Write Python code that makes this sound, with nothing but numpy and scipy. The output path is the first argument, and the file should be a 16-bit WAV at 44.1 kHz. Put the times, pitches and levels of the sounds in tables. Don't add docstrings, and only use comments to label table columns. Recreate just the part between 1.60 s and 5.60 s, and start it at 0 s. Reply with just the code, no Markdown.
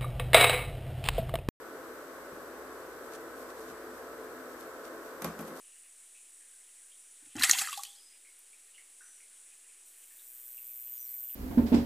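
import sys
import numpy as np
from scipy import signal
from scipy.fft import rfft, irfft, next_fast_len
from scipy.io import wavfile
from scipy.ndimage import map_coordinates

SR = 44100
rng = np.random.default_rng(int(sys.argv[2]) if len(sys.argv) > 2 else 0)


def transcribe(signal):
    frames = np.atleast_2d(signal).T
    limited = np.clip(frames, -1, 1)
    pcm = np.round(limited * 32767).astype(np.int16)
    wavfile.write(sys.argv[1], SR, pcm)


N = 176400

# (frequency [Hz], density [dB])
HISS_SPECTRUM = [(100, -3.5), (2500, 0.5), (5000, 0), (11000, -0.5), (12600, 0.5), (13700, 6),
                 (14300, -3.5)]
# (frequency [Hz], level [dB])
WHINE_TONES = [(3935, -86), (7853, -71), (7882, -77.5), (11803, -81)]
# (frequency [Hz], density [dB])
FAN_AIR_SPECTRUM = [(25, -27), (60, -22), (130, -19), (205, -16), (260, -4.5), (350, -1.5), (450, -1),
                    (560, -1.5), (730, -8.5), (900, -10), (1100, -6.5), (1350, -7), (1620, -7), (1900, -14),
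                    (2400, -24), (3300, -38), (8000, -63)]
# (frequency [Hz], left-right likeness [0-1])
FAN_LIKENESS = [(40, 1), (140, 0.59), (260, 0.93), (600, 0.94), (950, 0.91), (1300, 0.66), (1650, .2),
                (2300, 0.083)]
# (frequency [Hz], level [dB], width [Hz])
MOTOR_TONES = [(60, -74.5, 0.98), (258, -62.5, 14), (333.6, -61, 14), (442.4, -55, 13), (483.7, -63, 8),
               (519.4, -60, 9), (668, -64.5, 9), (1014, -68, 9), (1065, -66.5, 10), (1101, -66, 10),
               (1301, -64.5, 10), (1323, -66, 8), (1500, -63.5, 10)]
# (time [s], level [dB], half length [s])
TABLE_BUMPS = [(.735, -57.5, 0.012), (.8, -63, .03), (2.12, -59.5, 0.028)]
# (frequency [Hz], density [dB])
BUMP_SPECTRUM = [(25, -19), (70, -6), (160, -3), (260, -6), (600, -42)]
# (time [s], level
# [dB], half length [s], centre [Hz])
RUSTLES = [(1.462, -61, .03, 9000), (1.542, -51, 0.018, 6500), (1.82, -57, 0.045, 12000),
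           (1.904, -55.5, 0.0089, 6500), (2.0, -57, .04, 9000), (2.097, -56, 0.021, 6500),
           (2.38, -59, 0.032, 14000), (2.65, -64, .02, 13000), (2.92, -58.5, .025, 14000),
           (3.008, -52, .005, 12500), (3.01, -59.5, .04, 9000), (3.253, -53, 0.0095, 6000),
           (3.276, -56, 0.0085, 6500), (3.474, -60, 0.046, 12000), (3.85, -59, .06, 10000),
           (3.99, -52, 0.027, 10000)]
# (frequency [multiple of the centre], density [dB])
CLOTH_SPECTRUM = [(.1, -22), (.35, 0.5), (.7, 1), (1, 2), (1.4, 0), (2.2, -4)]
# (frequency [Hz], t60 [s])
ROOM_DECAY = [(150, 0.32), (1500, 0.39), (6000, 0.33), (14000, 0.12)]
# (time [s], click [dB], knock [dB], contact length [s], click tilt [dB/octave])
PIECE_TAPS = [(3.6215, -31, -38.5, 0.0017, 0.3), (3.6455, -26.5, -31, 0.0016, .2),
              (3.792, -40.5, -37, 0.0023, .3), (3.8105, -42, -58, 0.0061, 7), (3.879, -47, -45, 0.0049, 1)]
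# (frequency [Hz], density [dB])
CLICK_SPECTRUM = [(150, -26), (700, 2), (1500, 2), (2200, 0), (3600, -0.5), (4400, -6.5), (6500, -1),
                  (10500, -4), (13000, 4), (14500, -1.5)]
# (frequency [Hz], left-right likeness [0-1])
CONTACT_LIKENESS = [(300, 0.99), (1400, 0.74), (4000, 0.17), (12000, 0.28)]
# (frequency [Hz], level [dB], t60 [s])
BOARD_MODES = [(171.7, -7.5, 0.25), (203.7, -6.5, 0.18), (219.8, -3.5, .22), (265.5, -5, 0.14),
               (338, -7.5, .16), (383, -19, .15), (613, -9.5, 0.21), (677, -13, 0.11), (844, -11.5, 0.11),
               (1128, -6.5, 0.097), (1195, -9, 0.062), (1350, -9, 0.04), (2360, -20, .06),
               (2630, -19, 0.032)]
# (frequency [Hz], density [dB])
THUD_SPECTRUM = [(60, -32), (125, -22), (200, 0), (300, -3), (450, 2), (800, -3), (1200, -4), (1800, -11.5),
                 (4000, -23)]


def amp(db):
    return 10 ** (np.asarray(db) / 20)


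def unit_rms(x):
    return x / np.sqrt(np.mean(x ** 2) + 1e-20)


def curve_at(points, hz):
    freqs, values = np.transpose(points)
    return np.interp(np.log(hz + 1), np.log(freqs + 1), values)


def pan(left_over_right_db):
    return amp(np.array([[left_over_right_db], [-left_over_right_db]]) / 2)


def wobble(rate_hz):
    position = np.arange(N) * rate_hz / SR
    return unit_rms(map_coordinates(rng.standard_normal(8192), [position], mode="wrap"))


def swell(at_s, half_s):
    return np.exp(-0.5 * ((np.arange(N) / SR - at_s) / half_s) ** 2)


def decay(t, t60_s):
    return amp(-60 * t / t60_s)


def filtered(x, response):
    size = next_fast_len(N + SR // 2)
    return irfft(rfft(x, size) * response(np.fft.rfftfreq(size, 1 / SR)), size)[..., :N]


def stereo_noise(spectrum, likeness=((100, 0),), tilt_db=0):
    def mid_side_gains(hz):
        colour = amp(curve_at(spectrum, hz) + tilt_db * np.log2(1 + hz / 100))
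        angle = np.arccos(np.clip(curve_at(likeness, hz), -1, 1)) / 2
        return colour * [np.cos(angle), np.sin(angle)]

    mid, side = filtered(rng.standard_normal((2, N)), mid_side_gains)
    return unit_rms(np.array([mid + side, mid - side]))


def microphone_whine(wander_rad=0.54):
    t = np.arange(N) / SR
    channel_offset = np.array([[0], [np.pi / 2]])
    whine = np.zeros((2, N))
    for hz, db in WHINE_TONES:
        phase = 2 * np.pi * hz * t + channel_offset + wander_rad * wobble(rate_hz=14)
        whine += amp(db) * np.sqrt(2) * np.sin(phase)
    return whine


def fan():
    air = amp(-46.5) * stereo_noise(FAN_AIR_SPECTRUM, FAN_LIKENESS)
    motor = np.zeros(N)
    for hz, db, width_hz in MOTOR_TONES:
        phase = 2 * np.pi * hz * np.arange(N) / SR
        motor += amp(db) * unit_rms(wobble(width_hz) * np.sin(phase) + wobble(width_hz) * np.cos(phase))
    return (air + motor) * pan(left_over_right_db=1)


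def table_bumps():
    envelope = sum(amp(db) * swell(at_s, half_s) for at_s, db, half_s in TABLE_BUMPS)
    return envelope * stereo_noise(BUMP_SPECTRUM, CONTACT_LIKENESS)


def rustling(grain_db=3, catch_rate_hz=490):
    rustle = np.zeros((2, N))
    for at_s, db, half_s, centre_hz in RUSTLES:
        spectrum = [(multiple * centre_hz, level) for multiple, level in CLOTH_SPECTRUM]
        rustle += amp(db) * swell(at_s, half_s) * stereo_noise(spectrum)
    return rustle * unit_rms(amp(grain_db * wobble(catch_rate_hz)))


def room_tail(x):
    hz, t, spectra = signal.stft(rng.standard_normal((2, SR // 2)), SR, nperseg=256)
    fade = decay(t, curve_at(ROOM_DECAY, hz)[:, None])
    _, tail = signal.istft(spectra * fade, SR, nperseg=256)
    return signal.fftconvolve(x, tail / np.linalg.norm(tail[0]), axes=1)[:, :N]


def board_ring(t, softer_db, pivot_hz=203.7):
    dull_db_per_octave = 0.05 * softer_db
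    ring = np.zeros(N)
    for hz, db, t60_s in BOARD_MODES:
        mode_db = db - dull_db_per_octave * np.log2(hz / pivot_hz) + rng.normal(0, 1)
        ring += amp(mode_db) * decay(t, t60_s) * np.sin(2 * np.pi * hz * t)
    return ring


def table_boom(t, hz=75.6, rise_s=0.018):
    return (1 - np.exp(-t / rise_s)) * decay(t, t60_s=0.42) * np.sin(2 * np.pi * hz * t)


def playing_piece(click_rise_share=0.6, board_attack_s=0.0018, board_low_hz=146):
    thud_envelope, ring, boom = np.zeros((3, N))
    click = np.zeros((2, N))
    firmest_db = max(knock_db for _, _, knock_db, _, _ in PIECE_TAPS)
    for at_s, click_db, knock_db, contact_s, tilt_db in PIECE_TAPS:
        since = np.arange(N) / SR - at_s
        contact = np.exp(-np.maximum(since, -since / click_rise_share) / contact_s)
        click += amp(click_db) * contact * stereo_noise(CLICK_SPECTRUM, CONTACT_LIKENESS, tilt_db)
        t = np.maximum(since, 0)
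        push = amp(knock_db) * (1 - np.exp(-t / board_attack_s))
        thud_envelope += push * decay(t, t60_s=0.16)
        ring += push * board_ring(t, softer_db=firmest_db - knock_db)
        boom += amp(knock_db - 20) * table_boom(t)
    ring = signal.sosfilt(signal.butter(4, board_low_hz, "highpass", fs=SR, output="sos"), ring)
    thud = amp(-6.5) * thud_envelope * stereo_noise(THUD_SPECTRUM, CONTACT_LIKENESS)
    knock = ring + boom + thud
    reflections = amp(-4) * room_tail(click) + amp(-6.5) * room_tail(knock)[0]
    return click * pan(left_over_right_db=-1.2) + knock + reflections


def scene():
    return fan() + table_bumps() + rustling() + playing_piece()


def record(dry):
    top_hz, edge_width_hz = 14300, 200
    hiss = amp(-57) * unit_rms(filtered(stereo_noise(HISS_SPECTRUM), lambda hz: hz < top_hz))
    picked_up = dry + hiss + microphone_whine()
    return filtered(picked_up, lambda hz: np.clip((top_hz - hz) / edge_width_hz + 0.5, 0, 1))


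dry = scene()
out = record(dry)
transcribe(out)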